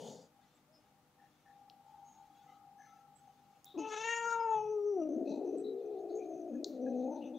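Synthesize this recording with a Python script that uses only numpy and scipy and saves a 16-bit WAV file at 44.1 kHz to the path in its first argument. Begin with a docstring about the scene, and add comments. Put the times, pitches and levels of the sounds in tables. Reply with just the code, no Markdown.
"""A cat's long yowl sinks into a fluttering growl; before that, the cat hisses and is stroked on a bed.
Its vocal folds buzz and its moving jaw shapes the yowl; a flapping voice box chops the growl into bursts.
The hiss is air rushing through throat and teeth. Close by are mouth clicks, faint squeaks and rustling
fur and bedding. Behind them in the small room are a thin, wavering whine and a mains hum."""
import sys
import numpy as np
from scipy import signal
from scipy.fft import rfft, irfft, next_fast_len
from scipy.io import wavfile
from scipy.ndimage import uniform_filter1d

SR = 44100
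rng = np.random.default_rng(int(sys.argv[2]) if len(sys.argv) > 2 else 0)


def transcribe(signal):
    """Save signal, clipped to [-1, 1], as a 16-bit WAV file at the path in sys.argv[1]."""
    frames = np.atleast_2d(signal).T
    limited = np.clip(frames, -1, 1)
    pcm = np.round(limited * 32767).astype(np.int16)
    wavfile.write(sys.argv[1], SR, pcm)


N = 325458
TIME = np.arange(N) / SR

# the tune of the yowl: t/s, f/Hz
YOWL_PITCH = [(3.78, 424.3), (3.85, 439.4), (3.94, 427.9), (4.0, 438.4), (4.08, 462.2), (4.3, 464.7),
              (4.44, 456.9), (4.58, 429), (4.72, 424), (4.83, 409.6), (4.89, 419.6), (4.96, 382),
              (5.02, 313.8), (5.08, 304)]
# where the mouth rings, higher as the jaw opens: t/s, f/Hz
MOUTH_RING = [(3.8, 920), (3.88, 1110), (3.93, 1590), (4.0, 1690), (4.12, 1920), (4.199, 1708),
              (4.26, 1500), (4.335, 1390), (4.38, 1190), (4.46, 1114), (4.54, 1007), (4.63, 683),
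              (4.749, 521), (4.869, 400), (4.957, 414), (4.974, 530), (5.019, 476), (5.08, 445)]
# how harsh the yowl is: t/s, roughness/0-1
ROUGHNESS = [(3.789, 0.68), (3.84, 0.49), (3.89, 0.56), (3.94, 0.58), (3.99, 0.4), (4.03, 0.45),
             (4.1, 0.18), (4.3, 0.06), (4.6, 0.12), (4.95, 0.05), (4.98, 0.13), (5.08, 0.31)]
# strength of the lowest tone, the throat's ring and the high ring: t/s, level/dB
YOWL_LEVEL = [(3.8, -54), (3.9, -45.5), (4.08, -46), (4.3, -43.5), (4.48, -42), (4.54, -40), (4.6, -44.5),
              (4.7, -39), (4.77, -37.3), (4.85, -36.5), (4.96, -34), (5.07, -39)]
THROAT_LEVEL = [(3.78, -64.5), (3.84, -56.5), (3.902, -57.5), (4.138, -42.5), (4.263, -58.5), (4.504, -68),
                (4.554, -60.5), (4.702, -72), (4.808, -103), (4.99, -102), (5.033, -71.5), (5.06, -93)]
HIGH_LEVEL = [(3.76, -76), (3.796, -56.5), (3.858, -71), (3.898, -54.5), (4.178, -47), (4.208, -54.5),
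              (4.333, -51.5), (4.396, -75.5), (4.608, -65), (4.664, -73.5), (4.708, -64.5), (4.782, -81.5),
              (4.88, -69.5), (4.99, -75), (5.02, -65.5), (5.08, -84.5)]
# tone colour of the low, middle and high parts of the voice: f/Hz, level/dB
LOW_COLOUR = [(300, 2), (460, -2), (700, 2), (850, -3), (930, -4), (1050, -21), (1270, -14), (1390, -14.5),
              (1850, -18), (2300, -15), (3000, -41)]
THROAT_COLOUR = [(1500, -45), (1900, -25.5), (2300, -10), (2600, 6.5), (2820, 8.5), (3000, -10),
                 (3250, -7.5), (3700, -39), (4500, -64)]
HIGH_COLOUR = [(3300, -28.5), (3700, -32), (4150, -21.5), (4650, -11), (5100, -12.5), (5500, -7.5),
               (6000, -2), (6500, 6.5), (6950, 7), (7400, -14.5), (8300, -23), (9300, -43), (11000, -67)]
YOWL_START_S, YOWL_END_S = 3.775, 5.09
RATTLE_START_S, RATTLE_HZ, RATTLE_DEPTH = 4.965, 58, 0.24


def yowl(jitter=0.028, waver=0.006, shimmer=0.45, open_pitch_hz=462, shut_pitch_hz=414):
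    """The vocal folds buzz through mouth and throat: harsh as the jaw opens, clear, then rattling."""
    gate = np.clip((TIME - YOWL_START_S) / 0.0033, 0, 1) * np.clip((YOWL_END_S - TIME) / 0.015, 0, 1)
    on = gate > 0
    curves = YOWL_PITCH, MOUTH_RING, ROUGHNESS, YOWL_LEVEL, THROAT_LEVEL, HIGH_LEVEL
    pitch, mouth_hz, rough, low_db, throat_db, high_db = (in_time(curve)[0][on] for curve in curves)
    opening = mouth_hz / mouth_hz.max()
    pitch = pitch * (1 + jitter * rough * drift(140)[on] + waver * drift(60)[on])
    phase = phase_of(pitch)
    k = np.arange(1, 23)[:, None]   # harmonics: tones at 1, 2, 3... times the pitch
    hz = k * pitch
    # each harmonic swells and fades on its own, the upper ones most
    swell = drift(38)
    swells = np.array([np.roll(swell, shift)[on] for shift in rng.integers(0, N, len(k))])
    harmonics = np.sqrt(2) * np.cos(k * phase + k ** 2) * from_db(1.9 * np.log(k + 0.52) * swells)
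    # the colour darkens as the voice box drops
    dropped_hz = hz * np.maximum(shut_pitch_hz / pitch, 1) ** 0.64
    low_gain = from_db(at_hz(LOW_COLOUR, dropped_hz))
    vowel = (harmonics * mouth_and_nose(low_gain, hz, mouth_hz, rough)).sum(axis=0)
    throat = evened((harmonics * from_db(at_hz(THROAT_COLOUR, hz))).sum(axis=0), 0.017)
    # the high ring sinks as the throat lengthens, and thins to a whistle as the mouth shuts
    high_hz = hz * (open_pitch_hz / np.maximum(pitch, shut_pitch_hz)) ** 1.11
    thinning = np.clip(1100 / mouth_hz, 1, 2)
    high = evened((harmonics * from_db(at_hz(HIGH_COLOUR, high_hz) * thinning)).sum(axis=0), 0.017)
    puffs = 1 + 0.5 * np.cos(phase)   # air escapes once in every cycle
    voice = 0
    for clean, spectrum, level_db, breath_db in [(vowel, LOW_COLOUR, low_db, -13),
                                                 (throat, THROAT_COLOUR, throat_db, -2),
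                                                 (high, HIGH_COLOUR, high_db, 0)]:
        breath = rms_one(band(colour(noise(), spectrum), 6250, 12000))[on] * puffs
        share = from_db(breath_db) * rough * opening
        voice += from_db(level_db) * (clean + share * breath) / np.hypot(1, share)
    # strained folds take turns at strong and weak cycles
    voice *= 1 + 0.1 * rough ** 2 * drift(22)[on] * np.cos(phase / 2)
    voice += rough * opening ** 4 * bared_teeth(harmonics, hz, on)
    rattle = RATTLE_DEPTH * np.sin(2 * np.pi * RATTLE_HZ * np.maximum(TIME[on] - RATTLE_START_S, 0))
    out = np.zeros(N)
    out[on] = voice * (1 + rattle + shimmer * rough * drift(30)[on])
    return out * gate


def mouth_and_nose(gain, hz, mouth_hz, rough, width_hz=135, leak=0.86):
    """The mouth lifts each harmonic it sweeps past; the nose's own ring shows once the mouth shuts."""
    ratio = hz / mouth_hz
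    damping = width_hz / mouth_hz + leak * rough ** 2   # leaking folds blunt the ring
    mouth = gain / np.hypot(1 - ratio ** 2, ratio * damping)
    mouth /= np.hypot(1, (ratio / 1.68) ** 3)   # harmonics far above the ring fade
    nose = from_db(-28) * peak(hz, centre_hz=1282, width_hz=110)
    return np.hypot(mouth / mouth[0], nose)


def bared_teeth(harmonics, hz, on, ring_hz=3550, width_hz=850):
    """The voice rings and breath rushes behind the bared teeth."""
    ring = evened((harmonics * peak(hz, ring_hz, width_hz)).sum(axis=0), 0.022)
    breath = from_db(-12) * noise_band(ring_hz, width_hz)[on]
    return from_db(-46) * (ring + breath)


# the grunt that starts the yowl: t/s, f/Hz, level/dB
GRUNT = [(3.742, 427, -50.5), (3.768, 302, -44), (3.785, 339, -35.5), (3.82, 290.5, -43.5),
         (3.91, 280, -68)]


def grunt(jitter=0.0507):
    """The folds start slack and low before they catch the note."""
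    pitch, level_db = in_time(GRUNT)
    phase = phase_of(pitch * (1 + jitter * drift(129)))
    tone = np.sin(phase) + from_db(-15) * np.sin(2 * phase) + from_db(-21) * np.sin(3 * phase)
    return np.sqrt(2) * from_db(level_db) * during(GRUNT, 0.0027, 0.01) * tone


# tone colour of the throat with the mouth nearly shut: f/Hz, level/dB
GROWL_COLOUR = [(60, -39.5), (150, -8.5), (200, -4), (240, 3), (300, 2), (720, 1.5), (860, -0.5), (940, -7),
                (1050, -23.5), (1400, -23), (2200, -54.5)]
# rise and fall of the growl's overtones, the tones above its pitch: t/s, level/dB
OVERTONE_LEVEL = [(5.08, -46.5), (5.23, -48), (5.29, -43.5), (5.36, -47.5), (5.45, -57.5), (5.55, -51.5),
                  (5.66, -65.5), (5.9, -58.5), (6.03, -52), (6.26, -53.5), (6.32, -48), (6.39, -52.5),
                  (6.49, -49), (6.68, -58.5), (6.83, -42.5), (7.06, -41.5), (7.15, -49.5), (7.38, -55)]
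# the lips part and let the brightest overtones out: t/s, length/s, level/dB
SNARLS = [(5.295, 0.2, -59.5), (5.88, 0.25, -71.5), (6.856, 0.25, -62.5), (7.052, 0.16, -52.5),
          (7.218, 0.2, -63.5)]
GROWL_START_S, LIPS_SHUT_DB = 5.08, -94


def growl(breath_db=-20, chaos_db=-4, overtone_lift_db=0.5, bright_hz=730):
    """Bursts from the voice box pass through the throat and brighten when the lips part."""
    low_db, uneven, burst_flaps = growl_effort()
    gate = np.clip((TIME - GROWL_START_S) / 0.011, 0, 1)
    low, overtones, flow = voice_box_flaps(gate, uneven, burst_flaps)
    overtones = colour(overtones + from_db(breath_db) * flow * noise_band(600, 910), GROWL_COLOUR)
    # where the flapping is most uneven the folds tumble into noise
    low += from_db(chaos_db) * uneven ** 2 * flow * noise_band(390, 200)
    bright = irfft(rfft(overtones) / (1 + (bright_hz / (bins() + 1)) ** 20), N)
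    voice = from_db(low_db) * evened(colour(low, GROWL_COLOUR))
    voice += from_db(in_time(OVERTONE_LEVEL)[0] + overtone_lift_db) * evened(overtones - bright)
    voice += (from_db(LIPS_SHUT_DB) + spans_gain(SNARLS, edge_s=0.054)) * evened(bright)
    return gate * (voice + evened(flow) * nose_rasp())


# pushes of breath: t/s, length/s, extra level/dB, extra burst length/flaps
PUSHES = [(5.138, 0.068, 3.5, 0), (5.438, 0.044, 5.5, 0), (5.537, 0.042, 5, 0), (5.682, 0.14, 1.5, 0.059),
          (5.929, .08, 2, 0.043), (6.118, 0.1, 6, 0), (6.534, 0.06, 7.5, 0.3), (6.809, 0.295, 8, 0.42)]
# the folds tumble out of step: t/s, length/s, extra unevenness/0-1
TUMBLES = [(5.138, .11, 0.6), (5.252, .1, .3), (5.351, 0.23, .5), (5.606, 0.12, 0.1), (6.589, 0.1007, 0.6)]


def growl_effort(start_db=-39, sag_db_per_s=5.5, idle_db=-45.5, uneven=0.23, burst_flaps=0.62):
    """The growl weakens to an idle; each push makes it louder and steadier, with longer bursts."""
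    level_db = np.maximum(start_db - sag_db_per_s * (TIME - GROWL_START_S), idle_db)
    uneven += sum(extra * held(s, seconds, edge_s=0.047) for s, seconds, extra in TUMBLES)
    for s, seconds, db, flaps in PUSHES:
        push = held(s, seconds, edge_s=0.065)
        level_db += db * push
        burst_flaps += flaps * push
        uneven *= 1 - 0.5 * push
    return level_db, uneven, burst_flaps


# pitch of the folds and pace of the flapping: t/s, f/Hz, flap rate/Hz
GROWL_PITCH = [(5.08, 310, 68), (5.14, 326, 68.3), (5.17, 291, 62), (5.21, 329, 64.3), (5.27, 281, 60.6),
               (5.34, 291, 63), (5.39, 303, 67.3), (5.44, 383, 67.6), (5.54, 379, 62.4), (5.65, 378, 60),
               (5.76, 416.6, 65), (5.9, 411, 70), (6.0, 394.9, 62.3), (6.08, 366, 54.6),
               (6.18, 416.7, 63.6), (6.27, 364, 61.5), (6.33, 358, 64), (6.45, 338.7, 57), (6.5, 316, 60),
               (6.53, 259, 63.3), (6.58, 263, 60.6), (6.63, 348.8, 63.3), (6.68, 310, 67.6),
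               (6.74, 261, 63.4), (6.95, 258.5, 61.5), (7.06, 265.7, 63.5), (7.15, 281.5, 64),
               (7.38, 273.4, 63.5)]


def voice_box_flaps(gate, uneven, burst_flaps, stumble=0.22, scatter=0.23, shimmer_db=4, droop=0.061):
    """The voice box flaps some sixty times a second; each flap lets out a short buzz of the folds."""
    pitch, rate = in_time(GROWL_PITCH)
    turns = np.floor(np.cumsum(rate * (1 + stumble * uneven * drift(25.3))) / SR)
    flaps = np.flatnonzero(np.diff(turns) * gate[1:] > 0)
    chances = np.clip(rng.standard_normal((len(flaps), 3)), -2, 2)
    low, overtones, flow = np.zeros((3, N))
    for at, (detune, strength, lateness) in zip(flaps, chances):
        half_s = burst_flaps[at] / rate[at]
        i = np.arange(max(at - int(half_s * SR), 0), min(at + int(half_s * SR), N))
        position = (i - at) / SR / half_s   # -1 to 1 across the burst
        opening = np.cos(np.pi / 2 * position) ** 2
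        size = from_db(shimmer_db * uneven[at] * strength)
        # the pitch arches up with the pressure and droops as the air runs out
        arch = 1 + 0.16 * (opening - 0.85) - droop * position
        phase = phase_of(pitch[at] * (1 + scatter * uneven[at] * detune) * arch)
        phase = phase - phase[at - i[0]] + uneven[at] * lateness
        puff = size * opening ** 0.44
        low[i] += size * opening * np.sin(phase)
        overtones[i] += puff * (np.sin(2 * phase) + from_db(-3) * np.cos(3 * phase))
        flow[i] += puff
    return low, overtones, flow


# snorts in the growl: t/s, length/s, level/dB
SNORTS = [(5.27, 0.11, -64), (5.39, 0.22, -80), (6.85, 0.22, -79.5)]
# where the nose and the snorts ring: f/Hz, width/Hz, level/dB
NOSE_RINGS = [(1230, 510, -9), (2514, 90, -5.5), (3900, 810, -12.5), (6120, 340, 1.5), (6480, 250, -4)]
SNORT_RINGS = [(2557, 110, 8.5), (4060, 460, 2), (4900, 130, -7), (6030, 460, 2), (7400, 270, -11)]


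def nose_rasp(start_db=-78.5, rise_db_per_s=2.5):
    """Air rasps through the nose, slowly getting louder, with a few snorts."""
    level = from_db(start_db + rise_db_per_s * (TIME - GROWL_START_S))
    rasp = level * ringing_noise(NOSE_RINGS, patchy_db=20.5)
    return rasp + spans_gain(SNORTS, edge_s=0.054) * ringing_noise(SNORT_RINGS, patchy_db=4.5)


# a second, lower tone in the growl: t/s, length/s, f/Hz, level/dB
UNDERTONES = [(5.16, 0.11, 258.3, -46.5), (5.437, .18, 280, -49), (5.622, 0.15, 263.8, -50.5)]


def undertone(jitter=0.035, shimmer_db=3):
    """Slack tissue beside the folds shakes at a lower, unsteady pitch and beats against the growl."""
    out = np.zeros(N)
    for s, seconds, hz, db in UNDERTONES:
        level = from_db(db + shimmer_db * drift(45)) * held(s, seconds, edge_s=0.067)
        out += np.sqrt(2) * level * np.sin(phase_of(hz * (1 + jitter * drift(60))))
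    return out


# tone colour of air rushing in the throat: f/Hz, level/dB
HISS_COLOUR = [(30, -48), (90, -21), (165, -2.5), (200, -13), (250, 1), (320, -20), (450, 0), (600, -7.5),
               (720, -13), (860, -9), (1100, -34), (2500, -39.5), (4000, -47)]
# where the hissing mouth rings: f/Hz, width/Hz, level/dB
HISS_RINGS = [(3100, 400, -3.5), (3600, 310, -4.5), (4270, 130, -1.5), (4780, 390, -4), (5540, 200, -1.5),
              (6060, 290, -2), (6680, 370, 0.5), (7200, 170, 0.5), (7800, 200, -8.5), (8950, 480, -13.5),
              (9400, 240, -10), (10300, 180, -23)]


def hiss(hold_s=0.094, stop_s=0.25, sag_db_per_s=88, stop_db_per_s=280):
    """Air rushes through the throat and jets past the teeth; it holds, runs low and is cut off."""
    fall_db = sag_db_per_s * np.maximum(TIME - hold_s, 0) + stop_db_per_s * np.maximum(TIME - stop_s, 0)
    throat = from_db(-49) * evened(rms_one(colour(noise(), HISS_COLOUR)))
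    teeth = from_db(-60.5) * ringing_noise(HISS_RINGS, patchy_db=4)
    return from_db(-fall_db) * (throat + teeth)


def yowl_hiss(level_db=-63.5, flutter=0.21):
    """Air spills past the bared teeth as the yowl opens."""
    flow = held(start=3.89, seconds=0.14, edge_s=0.073) * (1 + flutter * drift(70))
    return from_db(level_db) * flow * ringing_noise(HISS_RINGS, patchy_db=3.5)


# mouth clicks: t/s, peak level/dB, f/Hz, width/Hz, relative level of the crisp top/dB
MOUTH_CLICKS = [(1.699, -44.5, 4130, 2880, -21), (3.6448, -44, 6400, 2900, -16),
                (3.6442, -49.5, 11160, 1700, -19), (3.654, -47, 15000, 1210, -14),
                (6.6443, -25.5, 5220, 3100, -32)]


def mouth_clicks(snap_s=0.0018, tail_s=0.016, fizz_s=0.051):
    """Wet lips and tongue part with a snap and a short fizz."""
    out, t = np.zeros(N), np.arange(SR // 4) / SR
    decay = from_db(-21) * np.exp(-t / snap_s) + from_db(-46) * np.exp(-t / tail_s)
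    for s, db, hz, width_hz, top_db in MOUTH_CLICKS:
        snap = (t == 0) + noise(len(t)) * decay
        fizz = from_db(-58) * noise(len(t)) * t / fizz_s * np.exp(1 - (t / fizz_s) ** 2)
        click = band(snap, hz, width_hz, order=5) + band(from_db(top_db) * snap + fizz, 14000, 4600)
        at = int(s * SR)
        out[at:at + len(t)] += from_db(db) * click / np.abs(click).max()
    return out


# short puffs, whistles and squeaks: t/s, length/s, f/Hz, width/Hz, level/dB
SQUEAKS = [(0.061, 0.058, 3370, 600, -64), (0.15, 0.016, 6900, 400, -74), (0.18, 0.094, 7200, 200, -80),
           (0.192, 0.03, 4700, 200, -80), (0.21, 0.071, 4870, 70, -76), (0.548, 0.035, 7650, 400, -78.5),
           (0.678, 0.14, 618, 34.8, -71.5), (0.725, 0.087, 5150, 300, -71), (1.181, 0.14, 1776, 110, -74),
           (1.454, 0.093, 1776, 110, -70), (2.044, 0.18, 6580, 450, -71), (2.457, 0.24, 1263, 101, -71.5),
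           (2.467, 0.083, 2070, 130, -74), (2.478, 0.095, 2980, 200, -80), (2.776, 0.2, 6120, 300, -72.5),
           (2.778, 0.12, 1714, 100, -67.5), (2.796, 0.2, 2100, 160, -77.5),
           (2.858, 0.25, 1329, 34.8, -67.5), (3.151, 0.064, 7830, 408, -71), (3.65, 0.13, 3680, 400, -63.5),
           (4.285, 0.13, 3770, 455, -68), (4.393, 0.071, 5090, 160, -64), (4.51, 0.093, 3340, 410, -67),
           (4.499, 0.07, 6680, 398, -63.5), (4.52, 0.24, 150, 28.9, -62.5),
           (5.572, 0.051, 7940, 454, -65.5), (5.633, 0.11, 3920, 157, -62.5),
           (6.085, 0.082, 4201, 597.6, -73), (6.147, 0.064, 6547, 502.8, -63.5),
           (6.184, 0.088, 2410, 160, -68), (6.54, 0.041, 1660, 90, -71.5),
           (6.862, 0.034, 1667, 69.7, -64.5), (7.206, 0.11, 2720, 334.2, -65),
           (7.236, 0.061, 3543, 297, -72), (7.339, 0.079, 3490, 200.3, -66)]


def squeaks(rise=0.15):
    """Narrow bands of noise swell quickly and die away."""
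    out = np.zeros(N)
    for s, seconds, hz, width_hz, db in SQUEAKS:
        i = np.arange(int(s * SR), min(int((s + 2 * seconds) * SR), N))
        age = (i - i[0]) / SR / seconds
        swell = np.minimum(age / rise, 1) * np.exp(-2 * age ** 3)
        whistle = evened(noise_band(hz, width_hz, len(i) + SR // 10))[-len(i):]
        out[i] += from_db(db) * swell * whistle
    return out


# a hand strokes the fur, and the cat shifts on the bedding: t/s, length/s, level/dB
STROKES = [(1.85, 0.54, -81), (2.358, 0.22, -77), (2.796, 0.24, -79.5), (3.17, 0.94, -81)]
SHIFTS = [(0.4, 0.21, -80), (.76, 0.15, -84), (1.2, 0.43, -84)]
# tone colour of rubbed fur and of a rubbed sheet: f/Hz, level/dB
FUR_COLOUR = [(700, -22), (1300, 2), (2000, -9.5), (3400, -5), (5000, -11.5), (6500, -6), (9000, -26),
              (15000, -10)]
SHEET_COLOUR = [(900, -20), (1500, 3), (2500, -2), (3600, 2), (4800, -8), (6400, 0), (8000, -17),
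                (12000, -22)]


def rustle(spans, spectrum, catches_per_s=520, ring_s=0.008, slide_db=-3, fibres=4000):
    """Fibres catch and let go, each ringing briefly at its own pitch, over a softer sliding noise."""
    slide = from_db(slide_db) * rms_one(colour(noise(), spectrum))
    t = np.arange(SR // 16) / SR
    ring = t / ring_s * np.exp(-t / ring_s)
    catches = np.zeros(N + len(t))
    for when, pitch, size, chance in rng.random((fibres, 4)):
        if chance * fibres < catches_per_s * N / SR:
            at, hz = int(when * N), 1000 + 7000 * pitch
            strength = from_db(-3 * np.log(size + 0.037))   # many weak, a few strong
            catches[at:at + len(t)] += strength * ring * np.sin(2 * np.pi * hz * t)
    return spans_gain(spans, edge_s=0.047) * rms_one(rms_one(colour(catches[:N], spectrum)) + slide)


# the whine comes and goes: t/s, length/s, level/dB
WHINES = [(0.338, 0.13, -69), (0.85, 0.17, -74.5), (1.191, 0.08, -63.5), (1.47, 1.4, -60.5),
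          (2.882, 0.28, -63), (3.209, 0.11, -63), (3.356, 0.24, -66), (3.653, 0.084, -61.5)]


def whine(tone_hz=803, flutter_hz=38, fray_db=12, fray_rise_hz=42.08, trim_db=-1, waver_db=1.5):
    """A thin, steady tone beats against a narrow band of noise around it."""
    fray = held(start=1.82, seconds=0.44, edge_s=0.22)   # the noise swells and rises once
    phase = phase_of(tone_hz + fray_rise_hz * fray)
    flutter = [noise_band(flutter_hz, 0.69 * flutter_hz) for _ in range(2)]
    haze = from_db(-6 + fray_db * fray) * (flutter[0] * np.cos(phase) + flutter[1] * np.sin(phase))
    tone = np.sqrt(2) * np.sin(2 * np.pi * tone_hz * TIME)
    level = spans_gain(WHINES, edge_s=0.06) * from_db(trim_db + waver_db * drift(39))
    return level * evened(tone + haze, 0.58)


# the tones in the hum: f/Hz, level/dB
HUM_TONES = [(150.5, -78.5), (200, -81), (249, -80.5), (301, -81), (500.6, -85), (608, -86)]


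def mains_hum(trim_db=-3, waver_db=4.1):
    """Mains electricity hums in a few wavering tones."""
    return sum(np.sqrt(2) * from_db(db + trim_db + waver_db * drift(15))
               * np.sin(2 * np.pi * hz * TIME + 0.5 * drift(0.82)) for hz, db in HUM_TONES)


# tone colour of the still room: f/Hz, level/dB
AIR_COLOUR = [(15, -25), (25, -16.5), (49, -12.5), (136, -3.5), (281, -10), (359, -9.5), (648, -14.5),
              (804, -2), (997, -13.5), (1270, -10.5), (1490, -16.5), (5140, -23), (6550, -24),
              (9050, -27.5), (15500, -26.5)]
# how alike it sounds on the left and right: f/Hz, likeness/0-1
AIR_LIKENESS = [(50, 0.7), (300, 1), (1500, 0.55), (5000, 0), (10000, 0.16)]


def room_air(level_db=-72):
    """Still room noise, a little louder on the left and less alike at the two ears in the treble."""
    alike = np.clip(at_hz(AIR_LIKENESS, bins()), 0, 1)
    mid, side = rfft(colour(noise((2, N)), AIR_COLOUR))
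    stereo = irfft(np.sqrt(1 + alike) * mid + np.sqrt(1 - alike) * side * [[1], [-1]], N)
    return from_db(level_db) * rms_one(stereo) * from_db([[1.2], [-1.2]])


def room_echo(x, decay_s=0.35, echo_db=-12):
    """Bare walls add a dense echo, nearly the same on the left and right."""
    t = np.arange(SR // 2) / SR
    shared, own = noise((2, len(t))) * from_db(-60 * t / decay_s) * (t > 0.004)
    tails = (shared + 0.2 * own * np.array([[1], [-1]])) / np.linalg.norm(shared)
    return x + from_db(echo_db) * signal.fftconvolve(x[None], tails, axes=1)[:, :N]


def from_db(db):
    """Turn decibels into a number to multiply by."""
    return 10 ** (np.asarray(db) / 20)


def rms_one(x):
    """Scale the average strength (rms) to 1."""
    return x / np.sqrt(np.mean(x ** 2) + 1e-20)


def evened(x, seconds=0.055):
    """Keep the strength near 1 from moment to moment."""
    return x / np.sqrt(np.abs(uniform_filter1d(x ** 2, max(int(seconds * SR), 1))) + 1e-6)


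def phase_of(hz):
    """The running angle of a wave whose pitch changes."""
    return 2 * np.pi * np.cumsum(hz) / SR


def in_time(rows):
    """Join a table's points into one curve for each column after the time."""
    s, *columns = np.transpose(rows)
    return [np.interp(TIME, s, column) for column in columns]


def during(rows, fade_in, fade_out):
    """Fade in at a table's first time and out by its last."""
    return np.clip((TIME - rows[0][0]) / fade_in, 0, 1) * np.clip((rows[-1][0] - TIME) / fade_out, 0, 1)


def held(start, seconds, edge_s):
    """Rise to 1 around the start, hold, and fall after the given length."""
    return np.clip(0.5 + np.minimum(TIME - start, start + seconds - TIME) / edge_s, 0, 1)


def spans_gain(spans, edge_s):
    """A volume curve from rows of start, length and level."""
    return sum(from_db(db) * held(s, seconds, edge_s) for s, seconds, db in spans)


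def at_hz(points, hz):
    """Read between a table's frequencies, with octaves evenly spaced."""
    f, value = np.transpose(points)
    return np.interp(np.log(np.maximum(hz, 1)), np.log(f), value)


def bins():
    """The frequencies that make up a full-length sound."""
    return np.arange(N // 2 + 1) * SR / N


def colour(x, points):
    """Turn frequencies up or down by a tone colour table."""
    return irfft(rfft(x) * from_db(at_hz(points, bins())), N)


def peak(hz, centre_hz, width_hz):
    """A hump that is 1 at its centre frequency."""
    return 1 / (1 + (2 * (hz - centre_hz) / width_hz) ** 2)


def band(x, hz, width_hz, order=2):
    """Keep only the frequencies around hz."""
    edges = np.clip([hz - width_hz / 2, hz + width_hz / 2], 10, 0.49 * SR)
    return signal.sosfilt(signal.butter(order, edges, "band", fs=SR, output="sos"), x)


def noise(shape=N):
    """White noise: all frequencies equally strong."""
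    return rng.standard_normal(shape)


def noise_band(hz, width_hz, samples=N):
    """Noise around one frequency, at strength 1."""
    return rms_one(band(noise(samples), hz, width_hz))


def ringing_noise(rings, patchy_db):
    """Rushing air rings at several frequencies, each swelling and fading on its own."""
    white = noise((2, N))
    return rms_one(sum(from_db(db + patchy_db * np.tanh(drift(6.5, step=64)))
                       * band(white[k % 2], hz, width) for k, (hz, width, db) in enumerate(rings)))


def drift(rate_hz, step=16):
    """A smooth random wobble of strength about 1."""
    count = next_fast_len(N // step + 2)
    hz = np.arange(count // 2 + 1) * SR / step / count
    slow = rms_one(irfft(rfft(noise(count)) / (1 + (hz / rate_hz) ** 2), count))
    return np.interp(np.arange(N) / step, np.arange(count), slow)


# how much louder the left side is than the right: f/Hz, level/dB
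BALANCE = [(100, 4.5), (350, 4.5), (700, 4.5), (1400, 8), (2800, 4.5), (4500, 5.5), (6500, 1),
           (8500, -24.5), (14000, -1.5)]


def scene(bass_cut_hz=110):
    """The cat lies a little to the left; the microphone's sides differ in colour and lose the bass."""
    cat = hiss() + grunt() + yowl() + yowl_hiss() + growl() + undertone() + squeaks() + mouth_clicks()
    rubbing = rustle(STROKES, FUR_COLOUR) + rustle(SHIFTS, SHEET_COLOUR)
    mix = room_echo(cat + rubbing) + whine() + mains_hum()
    mix = signal.sosfilt(signal.butter(2, bass_cut_hz, "high", fs=SR, output="sos"), mix)
    lean = from_db(at_hz(BALANCE, bins()) * np.array([[0.5], [-0.5]]))
    return irfft(rfft(mix) * lean / lean.mean(axis=0), N) + room_air()


def record(dry):
    """The highest treble, above 15600 Hz, is cut off steeply."""
    return signal.sosfilt(signal.ellip(10, 0.1, 70, 15600, fs=SR, output="sos"), dry)


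dry = scene()
out = record(dry)
transcribe(out)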